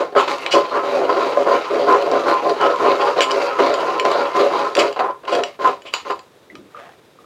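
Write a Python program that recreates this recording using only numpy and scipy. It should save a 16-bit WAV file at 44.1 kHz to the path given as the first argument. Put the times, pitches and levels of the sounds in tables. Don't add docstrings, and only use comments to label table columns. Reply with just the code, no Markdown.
import sys
import numpy as np
from scipy import signal
from scipy.io import wavfile
from scipy.ndimage import uniform_filter1d, minimum_filter1d

SR = 44100
rng = np.random.default_rng(int(sys.argv[2]) if len(sys.argv) > 2 else 0)


def wav_out(sig):
    wavfile.write(sys.argv[1], SR, np.round(np.clip(np.atleast_2d(sig).T, -1, 1) * 32767).astype(np.int16))


def makeup_ratio(level_db):
    decades = np.asarray(level_db, float) / 20
    return 10 ** decades


N = 319900
T = np.arange(N) / SR

RIM_HZ = [830, 1087, 1870, 2132, 2340, 2552, 2760, 2980, 3280, 3950, 4240, 4600, 4810, 5400, 5700, 6380,
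          6870, 7080, 7270, 8630]


def evened(x):
    return x / np.sqrt(np.mean(x ** 2) + 1e-20)


def read(points, hz):
    point_hz, value = np.transpose(points)
    return np.interp(np.log(hz + 1), np.log(point_hz + 1), value)


def wander(rate_hz):
    knots = uniform_filter1d(rng.standard_normal(2000), size=3)
    knots = knots - uniform_filter1d(knots, size=15)
    return np.interp(T * rate_hz * 3, np.arange(2000), evened(knots))


def ring(x, hz, width_hz):
    r = np.exp(-np.pi * width_hz / SR)
    angle = 2 * np.pi * hz / SR
    return signal.lfilter([1 - r * r], [1, -2 * r * np.cos(angle), r * r], x) * np.sin(angle)


def colour(x, points):
    gain_db = read(points, abs(np.fft.fftfreq(4096, 1 / SR)))
    log_gain = np.log(makeup_ratio(np.maximum(gain_db, -90)))
    taps = np.fft.ifft(np.exp(np.conj(signal.hilbert(log_gain)))).real[:2048]
    return signal.oaconvolve(x, taps)[:N]


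def slips(per_s, spread_db, clump_db, clump_hz):
    size = makeup_ratio(spread_db * np.minimum(rng.exponential(1, N), 4)) * rng.choice([-1., 1.], N)
    happens = rng.random(N) < per_s / SR
    return evened(size * happens * makeup_ratio(clump_db * wander(clump_hz)))


def stroke(start_s, length_s, fall_db_per_s):
    rise_s, arch_db, crest = 0.015, 4.5, 0.51
    u = (T - start_s) / length_s
    shape_db = -arch_db * ((np.clip(u, 0, 1) - crest) * 2) ** 2
    fall_db = fall_db_per_s * np.maximum(u - 1, 0) * length_s
    return np.clip((T - start_s) / rise_s, 0, 1) ** 2 * makeup_ratio(shape_db - fall_db)


def push():
    # start_s, length_s, push_db, shallow_bowl_relative_db, wires_relative_db
    circles = [(0.704, 0.1, -20, 2, -24), (0.819, 0.15, -19, -3, -15.5), (0.917, 0.14, -14, -20.5, -23.5),
               (1.066, 0.26, -16.5, -2, -17.5), (1.352, 0.069, -13, -21, -20.5),
               (1.456, 0.14, -14.5, -1, -18), (1.69, 0.18, -13.5, -15, -22), (1.856, 0.11, -10, -2, -21.5),
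               (1.997, 0.17, -16, -19.5, -23), (2.103, 0.15, -17, -3, -19.5),
               (2.25, 0.078, -12.5, 1.5, -17.5), (2.415, .12, -12, -14, -27), (2.589, .12, -13.5, 0.5, -19),
               (2.783, 0.17, -12, -4.5, -18), (2.981, 0.12, -17, 4, -14), (3.149, 0.051, -12.5, -3, -16),
               (3.279, 0.23, -20, 3, -11), (3.568, 0.15, -12.5, -7, -17.5), (3.713, .26, -19.5, 1, -15),
               (4.031, 0.1, -19, -20.5, -12), (4.09, 0.19, -17.5, 2, -16.5),
               (4.333, 0.14, -13.5, -5, -14.5), (4.485, 0.17, -18.5, 2, -13)]
    # start_s, length_s, push_db, shallow_bowl_relative_db, wires_relative_db
    swipes = [(-.04, 0.07, -14.5, -3, -20), (0.152, 0.07, -20.5, 6.5, -5.5), (.26, 0.096, -23, 1, -6),
              (0.389, 0.078, -35.5, -23, 1), (.525, 0.059, -9.5, -5, -15.5), (4.744, 0.12, -12.5, -4, -14),
              (4.98, 0.11, -26.5, 7.5, -38), (5.264, 0.046, -22, 3, -7.5), (5.308, 0.1, -12.5, -9, -22),
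              (5.583, 0.12, -22, -1, -13.5), (5.631, 0.058, -17, 3, -15.5), (5.84, 0.023, -41, 2, -16),
              (5.918, 0.048, -52.5, 0, 24), (5.43, 0.034, -38, -9, 4.5), (6.05, 0.039, -31.5, -3, -3.5),
              (6.09, 0.026, -26.5, 9.5, -15)]
    # start_s, length_s
    contact_s = (.22, 4.53)
    # push_db, shallow_bowl_relative_db, wires_relative_db
    contact_db = (-27, 2.5, -9.5)
    wire_rise_s = 0.036
    wire_exponent = 0.84
    strokes = circles + swipes + [tuple(contact_s) + tuple(contact_db)]
    falls_db_per_s = [288] * len(circles) + [249] * (len(swipes) + 1)
    power = np.full((3, N), 1e-10)
    for (start_s, length_s, push_db, shallow_db, wire_db), fall in zip(strokes, falls_db_per_s):
        shape = stroke(start_s, length_s, fall) ** np.array([[1], [1], [wire_exponent]])
        shape[2] *= np.clip((T - start_s) / wire_rise_s, .15, 1)
        part_db = push_db + np.array([[0], [shallow_db], [wire_db]])
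        power += (makeup_ratio(part_db) * shape) ** 2
    return 10 * np.log10(power)


def jolts():
    # start_s, peak_db, shallow_modes_relative_db
    catches = [(0.123, -5, -10), (0.15, 3.5, -3), (0.161, -3, 4.5), (0.276, -19, 20), (0.538, 2, -25),
               (0.754, -4, -7), (1.015, 0, -16), (1.091, -1, 1), (1.371, -4, -6.5), (1.461, 1.5, -23),
               (1.708, -5.5, -11), (4.961, -9, 9), (2.113, 4, -17), (5.232, -14.5, -3), (2.626, -9, -10),
               (3.313, -28, 8), (3.358, 3, -16), (3.587, 0, 1.5), (4.006, -7, -37), (4.05, 5.5, 0.5),
               (4.398, -23, -12), (4.773, 3, -13), (4.991, -14, 20.5), (5.078, -17, -4), (5.253, -14.5, -7),
               (5.59, -11, -7), (5.851, -28, -3), (5.936, -25.5, 25.5), (6.049, -10, 2.5),
               (6.098, -11, 6.5)]
    out, t = np.zeros((2, N + SR)), np.arange(SR // 4) / SR
    shape = np.exp(-t / 0.02) * np.minimum(t / 0.0018, 1)
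    for start_s, peak_db, shallow_db in catches:
        both_db = [[peak_db - 17.5], [peak_db + shallow_db - 19.5]]
        out[:, round(start_s * SR):][:, :len(t)] += makeup_ratio(both_db) * shape
    return out[:, :N]


def pops():
    t = np.arange(SR // 50) / SR
    burst = rng.standard_normal(len(t)) * np.exp(-t / .002)
    bursts = slips(per_s=35, spread_db=3, clump_db=0, clump_hz=9)
    return evened(signal.oaconvolve(bursts, burst)[:N])


def bowl(drive, level, modes_hz, modes, place_db):
    touched = [drive * makeup_ratio(db + place_db * wander(10)) for _, db in modes]
    steady = sum(ring(x, hz, width) for x, hz, (width, _) in zip(touched, modes_hz, modes))
    played = sum(ring(x * level, hz, width) for x, hz, (width, _) in zip(touched, modes_hz, modes))
    return played / np.sqrt(np.mean(steady ** 2))


def stirring(deep_db, shallow_db, rasp_db):
    deep_hz = [165, 277, 350, 415, 445, 509, 563, 600, 662, 700]
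    # width_hz, level_db
    deep_modes = [(40, -1), (20, 9.5), (23.148, 9), (32, 6.5), (25, 8), (21.8, 8.5), (25, 14), (30, 2.5),
                  (29.2, 9.5), (26.3, 5.5)]
    shallow_hz = [758, 832, 902, 961, 1032, 1070, 1165, 1287, 1379, 1440, 1604]
    # width_hz, level_db
    shallow_modes = [(19, -6), (24.074, -3.5), (23.76, -9.5), (23.148, -3), (26.2, 5), (25.6, -11),
                     (32.407, -5), (27.6, -3), (22.4, -9), (32.4, -66), (19.8, -50)]
    # frequency_hz, level_db
    rasp_colour = [(700, -23.5), (1100, 6.5), (1500, -13), (2000, -3), (3000, -2.5), (4800, -5.5),
                   (5300, -16), (7500, -22), (11000, -72)]
    # frequency_hz, level_db
    fizz_colour = [(3500, -23), (5200, -2), (6800, -3.5), (7600, -9.5), (9500, -13.5), (12000, -17),
                   (14300, -18), (16000, -43)]
    fizz_db = -47.5 + 1.0 * (rasp_db + 32.5)
    moving = np.clip((6.3 - T) / 0.027, 0, 1)
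    deep_jolt, shallow_jolt = jolts()
    heavy = slips(per_s=2000, spread_db=2.5, clump_db=1.0, clump_hz=34.43) * moving
    light = slips(per_s=9000, spread_db=5.0, clump_db=1.5, clump_hz=49.95) * moving
    finest = slips(per_s=12000, spread_db=3.5, clump_db=1.1, clump_hz=45) * moving
    patches = sum(ring(finest * makeup_ratio(4 * wander(12)), hz, hz / 7) for hz in np.geomspace(5500, 14000, 8))
    finest = evened(finest + 1.6 * evened(patches))
    light = light * (0.11 + 0.75 * np.sqrt(abs(uniform_filter1d(heavy ** 2, size=400))))
    blooms = evened(sum(ring(light * makeup_ratio(5.5 * wander(11)), hz, hz / 16) for hz in RIM_HZ[2:17]))
    snaps = .6 * pops() * moving
    finest = finest + snaps
    wires = evened(colour(evened(light) + 1.5 * blooms + 1.5 * snaps, rasp_colour))
    fizz = evened(colour(finest + 0.092 * light, fizz_colour))
    out = bowl(heavy, makeup_ratio(deep_db - 3.0) + deep_jolt, deep_hz, deep_modes, place_db=3.0)
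    out += bowl(heavy, makeup_ratio(shallow_db - 2.5) + shallow_jolt, shallow_hz, shallow_modes, place_db=4.0)
    out += (makeup_ratio(rasp_db + 2.0) + 0.2 * shallow_jolt) * wires
    return out + (makeup_ratio(fizz_db + 3.5) + 0.013 * shallow_jolt) * fizz


def rumble(push_db):
    # frequency_hz, level_db
    rumble_colour = [(20, -19.5), (60, -17), (110, -18), (170, 2.5), (260, -36.5), (500, -82)]
    level_db = -45.5 + 0.45 * np.maximum(push_db, -62)
    return makeup_ratio(level_db) * evened(colour(rng.standard_normal(N), rumble_colour))


def hush():
    # frequency_hz, level_db_per_hz
    hush_colour = [(15, -57), (25, -41), (82, -2.5), (283, 0), (448, 5.5), (789, -5), (1180, -6),
                   (3040, -14), (3770, -10.5), (4200, -16.5), (15700, -29)]
    return makeup_ratio(-51 + 1.0 * wander(36)) * evened(colour(rng.standard_normal(N), hush_colour))


def touch(force, low_db, upper_db, top_db, ringing):
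    # t60_s, level_db
    rim_modes = [(.1, -2), (.12, 0), (.05, 0), (.05, -3), (.05, -2), (.06, -1), (.04, 0), (.06, 2),
                 (.045, -2), (.05, 1), (.045, 0), (.05, 3), (.06, 2), (.04, -3), (.06, 1), (.05, -5),
                 (.09, 3), (.05, 0), (.07, 1), (.04, -10)]
    borders_hz = [2200, 3600, 6000]
    damped = .5
    force = np.convolve(force, [.25, .5, .25])[:-2]
    family = np.searchsorted(borders_hz, RIM_HZ)
    part_db = np.array([low_db, 0, upper_db, top_db])[family]
    part_db = part_db + 1.1 * rng.standard_normal(len(RIM_HZ))
    rings = 0
    for hz, (t60_s, db), gain_db in zip(RIM_HZ, rim_modes, part_db):
        width_hz = 2.2 / t60_s / (ringing if hz > 5500 else damped)
        rings = rings + makeup_ratio(gain_db + db) * t60_s * ring(force, hz, width_hz)
    ranges = [(1000, 2200, low_db), (2200, 3600, 0), (3600, 5200, upper_db),
              (5200, 7600, top_db - 8), (7600, 15000, top_db - 19)]
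    crack = 0
    for low_hz, high_hz, db in ranges:
        band = signal.butter(2, [low_hz, high_hz], "band", fs=SR, output="sos")
        crack = crack + makeup_ratio(db) * signal.sosfilt(band, force)
    return rings / abs(rings).max() + .9 * crack / abs(crack).max()


def rim():
    # start_s, peak_db, upper_modes_relative_db, highest_modes_relative_db
    ticks = [(0.281, -16, -19, -13), (0.463, -9.5, -41, -40), (1.926, -22, 8, -20), (2.1143, -20, 5, -13),
             (2.4951, -18, -3, -26), (2.6124, -22, -4, -17), (3.2066, -5, -8.5, -14),
             (3.309, -12.5, -9, -16), (3.315, -14, 3, -13), (3.7403, -15.5, -3, -3),
             (3.9976, -8, -6.5, -7.5), (4.0508, -19.5, 3, -21), (4.115, -19.5, 0, 2),
             (4.592, -22, -15, -23), (4.752, -11, -0.5, -11), (4.7682, -10.5, -16, -2),
             (4.927, -25.5, -3, -3), (4.99, -31, -22, -24), (5.108, -38, -6, -11), (5.252, -31, -14, -19),
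             (5.351, -14.5, -4, -11), (5.4361, -11.5, -3, -8), (5.82, -33, -6, -6), (5.9379, -6.5, -1, 3),
             (6.106, -24, -4.5, 2), (6.1922, -31.5, -1, 0), (6.5534, -31.5, -4, -11)]
    # start_s, peak_db, upper_modes_relative_db, highest_modes_relative_db, length_s
    grates = [(0.1637, -20.5, -19, -9, 0.049), (0.1936, -24, -17, -24, .026),
              (0.5054, -10, -3.5, -13.5, 0.045), (0.5695, -38, -9, -15, 0.04),
              (2.2778, -40.5, 3, -22, 0.031), (2.6388, -27, -13, -23, .04), (3.2076, -9.5, -8, -6, 0.031),
              (4.785, -9, -4.5, -7, 0.021), (5.312, -20.5, -9, -11, 0.0414), (5.65, -28, -23, -10, 0.04),
              (5.85, -29, -19, -19, 0.04)]
    out, t = np.zeros(N + SR), np.arange(SR // 4) / SR
    for start_s, peak_db, upper_db, top_db, *grate in ticks + grates:
        hold_s, low_db = (grate[0], -14.5) if grate else (0.0022, -6)
        force = rng.standard_normal(len(t)) * 0.51 / (1 + (t / hold_s) ** 4)
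        if grate:
            force *= np.minimum(t / (0.43 * hold_s), 1)
        else:
            force[0] = 1.5
        ringing = 2.0 if start_s > 5.9 else .5
        sound = touch(force, low_db, upper_db, top_db, ringing)
        out[round(start_s * SR):][:len(t)] += makeup_ratio(peak_db + 1.0) * sound
    return out[:N]


def shifting():
    # start_s, length_s, level_db, start_centre_hz, end_centre_hz
    drags = [
        (6.498, 0.14, -40.5, 325, 277),
        (6.733, 0.16, -45.5, 514, 750),
        (7.2, .06, -53, 370, 420),
    ]
    start_s, length_s, level_db, from_hz, to_hz = np.transpose(drags)
    level = sum(makeup_ratio(db) * stroke(s, d, 170) for s, d, db in zip(start_s, length_s, level_db))
    hz = np.interp(T, np.c_[start_s, start_s + length_s].ravel(), np.c_[from_hz, to_hz].ravel())
    bright_db = np.minimum(-9 + 25.5 * np.log2(hz / 400), 4)
    drive = slips(per_s=1200, spread_db=3.0, clump_db=1.5, clump_hz=39.3)
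    turning, r = np.exp(2j * np.pi * np.cumsum(hz) / SR), np.exp(-np.pi * 260 / SR)
    smooth = signal.lfilter([1 - r], [1, -r], drive / turning)
    smooth = signal.lfilter([1 - r], [1, -r], smooth)
    low = evened((turning * smooth).real)
    high = evened(ring(drive, 1200, 300) + ring(drive, 1700, 500) + 0.26 * ring(drive, 2360, 900))
    shifted = level * (low + makeup_ratio(bright_db) * high)
    return signal.sosfilt(signal.butter(2, 140, "high", fs=SR, output="sos"), shifted)


def drops():
    # start_s, peak_db, pitch_hz, t60_s
    falls = [
        (6.4998, -34, 1975, 0.072),
        (6.5535, -39.5, 1230, 0.08),
        (6.746, -31.5, 1217, 0.08),
        (6.772, -34, 1250, 0.087),
        (7.187, -42, 1170, 0.08),
        (7.2424, -45, 1230, 0.08),
    ]
    out, t = np.zeros(N + SR), np.arange(SR // 4) / SR
    for start_s, peak_db, hz, t60_s in falls:
        tone = np.sin(2 * np.pi * hz * t) + 0.83 * np.sin(2 * np.pi * hz * 1.045 * t)
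        plink = makeup_ratio(peak_db + 1.5 - 60 * t / t60_s) * tone * np.minimum(t / 0.0017, 1)
        out[round(start_s * SR):][:len(t)] += plink
    return out[:N]


def kitchen(x):
    # frequency_hz, t60_s
    room_decay = [(200, 0.14), (1000, 0.12), (4000, 0.19), (12000, 0.16)]
    taps = np.zeros(SR // 2)
    at = np.arange(200, len(taps) - 20, 20)
    taps[at + rng.integers(0, 20, len(at))] = rng.choice([-1., 1.], len(at))
    hz, t, z = signal.stft(taps, SR, nperseg=256)
    decay = makeup_ratio(-60 * t / read(room_decay, hz)[:, None])
    tail = signal.istft(z * decay, SR, nperseg=256)[1]
    return signal.oaconvolve(x, tail / np.linalg.norm(tail))[:N]


def scene():
    # frequency_hz, level_db
    radiates = [(30, -83.5), (100, -30), (200, -21), (300, -8.5), (400, 2.5), (16000, -7)]
    levels_db = push()
    near = colour(stirring(*levels_db) + rim() + drops(), radiates)
    near = near + shifting() + rumble(levels_db[0])
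    return (near + makeup_ratio(-9.5) * kitchen(near) + hush())[None]


def low_pass(x):
    return signal.sosfilt(signal.butter(12, 15890, fs=SR, output="sos"), x)


def record(dry):
    room_left = minimum_filter1d(np.minimum(0.96 / (abs(dry) + 1e-9), 1), size=441)
    mix = dry * uniform_filter1d(room_left, size=441)
    return low_pass(mix)


dry = scene()
out = record(dry)
wav_out(out)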